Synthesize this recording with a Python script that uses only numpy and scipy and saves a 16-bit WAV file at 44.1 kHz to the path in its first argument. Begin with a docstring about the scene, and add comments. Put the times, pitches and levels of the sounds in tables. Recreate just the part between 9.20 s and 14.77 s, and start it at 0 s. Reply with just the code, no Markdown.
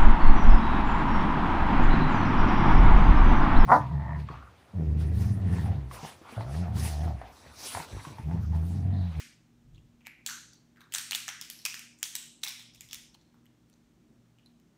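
"""An appliance hums and a faint hiss lies under it in a bare kitchen, while hands pry a hard lobster shell apart.
The first crack falls just before the start, so only its echo is heard; then something bumps the table once.
Sharp cracks follow, thickest in the middle, then faint ones: each is a snap of noise, two short rings and a knock.
Tray, near walls and room answer each crack. The house rumble sinks for a while and returns.
Throughout, the camera's noise suppressor cuts the tails short, and its colour and band limit shape the sound."""
import sys
import numpy as np
from scipy import signal
from scipy.fft import rfft, irfft, next_fast_len
from scipy.io import wavfile
from scipy.ndimage import uniform_filter1d, map_coordinates

SR = 44100
rng = np.random.default_rng(int(sys.argv[2]) if len(sys.argv) > 2 else 0)


def int16_out(signal):
    """Quantize to a 16-bit WAV file."""
    q = np.round(np.clip(np.atleast_2d(signal).T, -1, 1) * 32767)
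    wavfile.write(sys.argv[1], SR, q.astype(np.int16))


N = 245637


def amp(db):
    """Turn a level in dB into a gain."""
    return 10 ** (np.asarray(db) / 20)


def unit(x):
    """Scale x to an rms of 1."""
    return x / np.sqrt(np.mean(x ** 2) + 1e-20)


def along(points, hz):
    """Read a curve of (frequency [Hz], value) points on a log frequency axis."""
    f, v = np.transpose(points)
    return np.interp(np.log(hz + 1), np.log(f + 1), v)


def filtered(x, response):
    """Multiply the spectrum of x by a gain that depends on frequency."""
    size = next_fast_len(x.shape[-1] + 4096)
    hz = np.fft.rfftfreq(size, 1 / SR)
    return irfft(rfft(x, size) * response(hz), size)[..., :x.shape[-1]]


def noise(response):
    """Make coloured noise of rms 1, as long as the scene."""
    return unit(filtered(rng.standard_normal(N), response))


def wobble(rate, size):
    """Draw a smooth random curve of size samples through rate random points a second."""
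    knots = rng.standard_normal(int(size * rate / SR) + 4)
    return map_coordinates(knots, [np.arange(size) * rate / SR])


def room_noise():
    """A faint steady hiss of filtered noise, whose bass wavers in level."""
    # colour of the room noise, only its shape counts: (frequency [Hz], level [dB per Hz])
    air_colour = [(20, -44), (35, -19.5), (48, -11), (80, -20.5), (100, -13), (120, -6.5), (180, -5.5),
                  (240, -7.5), (330, -7.5), (450, -16.5), (1000, -22.5), (4000, -29), (7000, -33.5),
                  (14000, -45.5)]
    air = amp(-66.5) * noise(lambda hz: amp(along(air_colour, hz)))
    bass = filtered(air, lambda hz: 1 / (1 + (hz / 400) ** 4))
    return air - bass + bass * amp(2.2 * wobble(6, N))


def appliance_hum():
    """Appliance motors give steady tones; close neighbours beat as they drift in and out of step."""
    # tones of the motors: (frequency [Hz])
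    motor_hz = [59.3, 118.61, 119.89, 154.7, 164, 215.3, 237.17, 239.79, 287.7, 309.4]
    # middle rms level of each tone, about which it wavers: (level [dB])
    motor_db = [-79.5, -75, -71.5, -81, -72.5, -75.5, -69, -72, -82, -77]
    in_step_s = 0.385  # moment at which all the tones peak together
    t = np.arange(N) / SR
    hum = np.zeros(N)
    for hz, db in zip(motor_hz, motor_db):
        level = np.sqrt(2) * amp(db + 2.1 * wobble(5, N))
        hum += level * np.cos(2 * np.pi * hz * (t - in_step_s))
    return hum


def rumble_and_bump():
    """Low noise rumbles through the house and swells when the table is bumped, then dies away."""
    # colour of rumble and bump, only its shape counts: (frequency [Hz], level [dB per Hz])
    thump_colour = [(25, -11), (42, 3.5), (90, -0.5), (140, 3.5), (200, -17.5), (400, -62.5)]
    # house rumble, about which it wavers: (time [s], level [dB])
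    rumble_levels = [(0, -70.5), (1.3, -72), (1.8, -81), (3.3, -79), (3.6, -71.5), (5.57, -71.5)]
    bump_s, bump_db, rise_s, t60_s = 0.546, -52, 0.07, 0.56  # peak time and level, rise, decay by 60 dB
    t = np.arange(N) / SR
    rising = np.exp(-((t - bump_s) / rise_s) ** 2)
    dying = amp(-60 * (t - bump_s) / t60_s)
    bump = amp(bump_db) * np.where(t < bump_s, rising, dying)
    house = amp(np.interp(t, *np.transpose(rumble_levels)) + 3 * wobble(1.9, N))
    return (bump + house) * noise(lambda hz: amp(along(thump_colour, hz)))


def background():
    """Hum, rumble and room noise add up to the quiet floor under the cracks."""
    return appliance_hum() + rumble_and_bump() + room_noise()


def walls():
    """Early copies from tray and near walls, each smeared a little by uneven surfaces."""
    # tray and near walls, levels relative to each other: (delay [s], level [dB])
    echoes = [(.0019, -11), (.0035, -17), (.0052, -19), (.0076, -15), (.0086, -14), (.0099, -14),
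              (.0113, -16), (.0125, -17)]
    answer = np.zeros(SR // 50)
    smear_size = SR // 700
    smear = rng.standard_normal((len(echoes), smear_size)) * amp(-np.linspace(0, 14, smear_size))
    for (delay_s, db), shape in zip(echoes, smear):
        start = round(delay_s * SR)
        answer[start:][:smear_size] += amp(db + 6.5) * shape / np.linalg.norm(shape)
    return answer


def kitchen(sides):
    """The room's tail takes the mean colour of all sides; each frequency dies at its own speed."""
    # how long the room rings: (frequency [Hz], time to fall 60 dB [s])
    room_t60 = [(500, 0.37), (1500, 0.55), (4000, 0.65), (8000, 0.59), (15000, 0.33)]
    # colour of the reverberation, relative: (frequency [Hz], level [dB])
    room_colour = [(500, -2), (1500, 3), (4000, -0.5), (8000, -1.5), (11000, -0.5), (15000, -3)]
    hz, t, z = signal.stft(rng.standard_normal(SR * 3 // 5), SR, nperseg=512)
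    z = z * amp(along(room_colour, hz)[:, None] - 60 * t / along(room_t60, hz)[:, None])
    crack_colour = np.sqrt(np.mean(np.abs(rfft(sides, 2048)[:, ::4]) ** 2, axis=0))
    plain, tail = signal.istft(np.array([z, z * crack_colour[:, None]]), SR, nperseg=512)[1]
    t = np.arange(len(tail)) / SR
    # single echoes stand out while the tail is young
    tail = tail * amp(2.0 * np.exp(-t / 0.1) * wobble(350, len(t)))
    build_up = 1 - np.exp(-(t / 0.014) ** 2)
    return amp(2.5) * tail / np.linalg.norm(plain) * build_up


def without_bass(x, hz):
    """A thin shell radiates no bass, so cut what lies below hz."""
    return signal.sosfilt(signal.butter(3, hz, "high", fs=SR, output="sos"), x)


def crack(ring_ms, low_hz, high_hz, high_db, snap_db, knock_db, count=8):
    """A brittle snap of noise, two rough rings and a dull knock, as sent in count directions."""
    # colour of the break itself, only its shape counts: (frequency [Hz], level [dB])
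    snap_colour = [(300, -37.5), (900, -12), (2500, 6), (8000, 2), (16000, -6.5)]
    hollow_hz = 863  # knock of the shell's hollow
    t = np.arange(SR // 40) / SR
    rise = 1 - np.exp(-t / 0.00015)

    # the sides ring a little apart: spread of low ring, high ring and knock; side 0 stays in tune
    spread = np.reshape([.025, .06, .05], (3, 1, 1))
    other_side = np.arange(count)[:, None] > 0
    detune = 1 + spread * rng.standard_normal((3, count, 1)) * other_side

    # two patches of shell ring, the high one dying sooner
    rough = 1 + 0.8 * uniform_filter1d(rng.standard_normal((2, count, len(t))), size=5)
    low = np.sin(2 * np.pi * low_hz * detune[0] * t) * amp(-60 * 1000 * t / ring_ms)
    high = np.sin(2 * np.pi * high_hz * detune[1] * t) * amp(-60 * 1000 * t / (0.79 * ring_ms))
    high = amp(high_db) * high
    rings = rise * (rough[0] * low + rough[1] * high) / amp(max(high_db, 0))

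    white = rng.standard_normal((count, len(t)))
    grit = unit(filtered(white, lambda hz: amp(along(snap_colour, hz))))
    snap = amp(snap_db + 9) * rise * amp(-60 * t / 0.0052) * grit
    knock = amp(knock_db) * np.sin(2 * np.pi * hollow_hz * detune[2] * t) * amp(-60 * t / 0.014)

    sides = without_bass(rings + snap, hz=770) + without_bass(knock, hz=380)
    # every side equally loud, peak near 1
    energy = np.linalg.norm(sides, axis=1, keepdims=True)
    return sides / energy * np.mean(energy) / np.mean(np.abs(sides).max(axis=1))


def shell():
    """Each break of the shell sounds directly, then comes back from near walls and room."""
    # the cracks, levels before the fixed offsets added below and in crack(): (time [s], peak [dB],
    # low ring's time to fall 60 dB [ms], low ring [Hz], high ring [Hz],
    # high ring against low [dB], snap [dB], room share [dB])
    cracks = [(-0.09, -17.5, 2.9, 2150, 4940, -0.5, -13, -1), (0.5472, -56.5, 4.7, 3340, 6870, -10, -28, 1),
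              (0.56, -62, 7, 4000, 6590, -13, -23, -12), (0.58, -54, 6.3, 2810, 6010, -24, -34, -10),
              (0.8077, -58, 3.2, 2670, 6630, -15, -34, 2.5), (0.8516, -50, 7, 2280, 12100, -47, -46, 6.5),
              (0.8637, -38.5, 5.7, 2840, 5060, -17, -32, -17),
              (0.869, -29, 6.4, 2280, 11560, -16.5, -40, -6.5),
              (1.0632, -17, 3.8, 4360, 7260, 1, -12, -1.5), (1.0896, -29, 7.3, 1620, 2880, -24, -30, -9),
              (1.0979, -29, 12, 1490, 6340, 0, -19, 2), (1.333, -44.5, 6.5, 4540, 5470, -2.5, -17.5, -1.5),
              (1.561, -54, 3.5, 1780, 3000, -1, -31, -2), (1.5712, -52.5, 5.5, 1550, 7340, -28.5, -31, 0),
              (1.6066, -42, 4.7, 1140, 3900, -5, -25, 1.5), (1.615, -43.5, 7.5, 1640, 6010, -26.5, -46, -6),
              (1.723, -31, 7, 3100, 6000, -14.5, -11.5, 0), (1.7387, -19, 4.3, 2700, 8600, 9, -11.5, 2),
              (1.7452, -30, 6, 2500, 5950, 2.5, -14.5, -9), (1.7492, -15, 5.9, 3520, 6300, 1, -8.5, -11),
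              (1.759, -22, 3.4, 1639, 9220, -3, -25, -5.5), (1.7616, -27, 8, 4160, 6030, -1.5, -14, -4),
              (1.7835, -19.5, 7.7, 4590, 5360, 4.5, -4.5, -5.5),
              (1.91, -17.5, 4.9, 4300, 8200, -13.5, -11, -5.5),
              (1.921, -17.5, 2.7, 2660, 5640, -22, -34, -6.5),
              (1.9314, -18.5, 7.3, 3000, 8740, -24.5, -38, -11),
              (1.9486, -16.5, 4.5, 3740, 6270, -22, -4, -3.5),
              (1.9499, -15.5, 6.8, 3484, 6550, -26, -28, -17.5),
              (1.9548, -26, 9.4, 1870, 6650, 4.5, -8, -2), (2.081, -20, 2.2, 1700, 6250, -3, -28, -5),
              (2.0887, -20.5, 2.1, 3230, 5660, -8, -39, -9),
              (2.092, -25.5, 6.3, 1930, 5650, 2.5, -23.5, -3.5),
              (2.2129, -24.5, 5, 3120, 5140, 4, -9.5, -3.5), (2.3003, -26, 6.6, 4540, 10840, 2.5, -7, -3.5),
              (2.389, -41, 8.9, 4590, 5400, 5.5, -16, 0.5), (2.4169, -47, 7, 4100, 5150, -9.5, -14.5, 2),
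              (2.452, -15.5, 4.1, 3130, 5180, 10, -17.5, -6), (2.4539, -16, 8.3, 2760, 5820, -8, -8, -6),
              (2.4605, -17, 15, 2480, 5060, -5, -9.5, -8.5),
              (2.5424, -24.5, 4.6, 1760, 3600, -2.5, -12, -5),
              (2.5933, -30, 3.9, 2460, 6700, -8, -13.5, -4.5), (2.788, -48.5, 4.4, 1810, 7400, 9, -14.5, 1),
              (2.8102, -54, 5, 1710, 7400, -4, -18, 1), (2.8293, -13, 6, 3340, 6870, 6.5, -9.5, -6),
              (2.9531, -17, 9.2, 3900, 7730, 5.5, -7, -4.5),
              (3.2178, -48.5, 4.5, 4140, 5370, -8.5, -17.5, -3.5),
              (3.233, -26, 14, 3900, 5500, 0, -15, -5.5),
              (3.236, -16, 5.7, 3720, 5400, -10.5, -18.5, -11.5),
              (3.2389, -28.5, 5, 2400, 5400, -9, -9.5, 6), (3.2656, -29, 5.7, 1000, 5000, -1, -15, -9),
              (3.275, -22, 5.3, 3730, 5560, -9, -37, -9.5), (3.2821, -24, 7.3, 4290, 5060, 2.5, -9, -1),
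              (3.3949, -36.5, 4, 3550, 4800, -5, -19, 0), (3.425, -46.5, 6, 3500, 8000, 5, 0, -16),
              (3.5368, -53, 6.7, 4260, 5140, 8, -30, 2), (3.5481, -45.5, 5.6, 3680, 6360, 2, -8, 1),
              (3.6084, -31, 4.8, 2430, 6940, 0, -8, -4.5), (3.6885, -42.5, 6, 3400, 5160, -4, -14, -1),
              (3.6996, -50, 5.4, 3570, 5400, 5.5, -26, -8), (3.711, -34, 5.9, 3500, 5260, -3, -21, -1.5),
              (3.721, -44, 6, 3680, 5200, 27, -23, 10), (3.7311, -22.5, 9.4, 3400, 5400, -9, 3, -6),
              (3.7451, -28, 6, 3530, 6700, 14, -3.5, -11.5),
              (3.945, -44.5, 14, 4260, 5360, -17, -23.5, -11),
              (3.9488, -43.5, 12, 832, 3120, -2.5, -19.5, -9.5),
              (4.0123, -61.5, 4.2, 4150, 5490, -10, -26.5, 0), (4.1433, -53, 4, 980, 6110, -24, -38, -5),
              (4.2566, -54, 5, 1990, 12400, -22, -21.5, -13.5),
              (4.2648, -54.5, 6, 3040, 7810, -14, -28, -8), (4.499, -54.5, 4.4, 6200, 8800, 5.5, -6, -11),
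              (4.5293, -58, 3.3, 4520, 5980, 0, -21, -5), (4.5393, -60, 3, 4180, 6140, 0, -23, -7.5),
              (5.1859, -51, 5.3, 2910, 7040, -13, -29, -3.5),
              (5.2607, -46, 12, 4070, 10840, -11.5, -30, -8), (5.3992, -60, 5.8, 2900, 6520, -7, -13, -19)]
    lead = SR // 4  # room for the crack that falls before the start
    out = np.zeros(lead + N + SR)
    for time_s, db, *voice, room_db in cracks:
        # harder breaks carry less knock
        knock_db = -24 - 0.23 * (db + 25)
        sides = crack(*voice, knock_db)
        # the faintest cracks start louder, as the suppressor holds them down
        faint_lift_db = 0.61 * max(-47 - db, 0)
        sides = amp(db - 4.5 + faint_lift_db) * sides
        near = amp(room_db) * np.convolve(sides[1], walls())
        tail = amp(room_db) * kitchen(sides)
        start = lead + round(time_s * SR)
        for part in (sides[0], near, tail):
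            out[start:][:len(part)] += part
    return out[lead:lead + N]


def suppressed(x):
    """The camera's suppressor holds down what lies near the steady floor, so tails end in a step."""
    depth_db, opens_db, range_db, from_hz = 6.5, 4, 8, 700  # depth, start above floor, range, soft low edge
    hz, _, z = signal.stft(x, SR, nperseg=512, noverlap=384)
    # smooth the power over frequency, then over time
    power = uniform_filter1d(np.abs(z) ** 2, size=11, axis=1)
    power = uniform_filter1d(power, size=7, axis=2)
    level_db = 10 * np.log10(np.abs(power) + 1e-20)
    over_db = level_db - np.percentile(level_db, 20, axis=2, keepdims=True)
    opened = np.clip((over_db - opens_db) / range_db, 0, 1)
    opened = opened / (1 + (from_hz / (hz[:, None] + 1)) ** 2)
    # the floor keeps gain 1 and louder sound is lifted above it
    return signal.istft(z * amp(depth_db * opened), SR, nperseg=512, noverlap=384)[1][:, :N]


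def scene():
    """The shell's cracks over the background, in one channel."""
    return (shell() + background())[None]


def record(dry):
    """The camera suppresses noise, colours the sound and cuts off the highest treble."""
    # colour of the camera: (frequency [Hz], level [dB])
    camera_colour = [(3800, -2.5), (4900, -3), (5700, 0), (9500, 0), (10400, -4), (11600, 1.5), (15600, 4),
                     (15950, -19.5), (16900, -28)]
    top_hz = 16950
    return filtered(suppressed(dry), lambda hz: amp(along(camera_colour, hz)) * (hz < top_hz))


dry = scene()
out = record(dry)
int16_out(out)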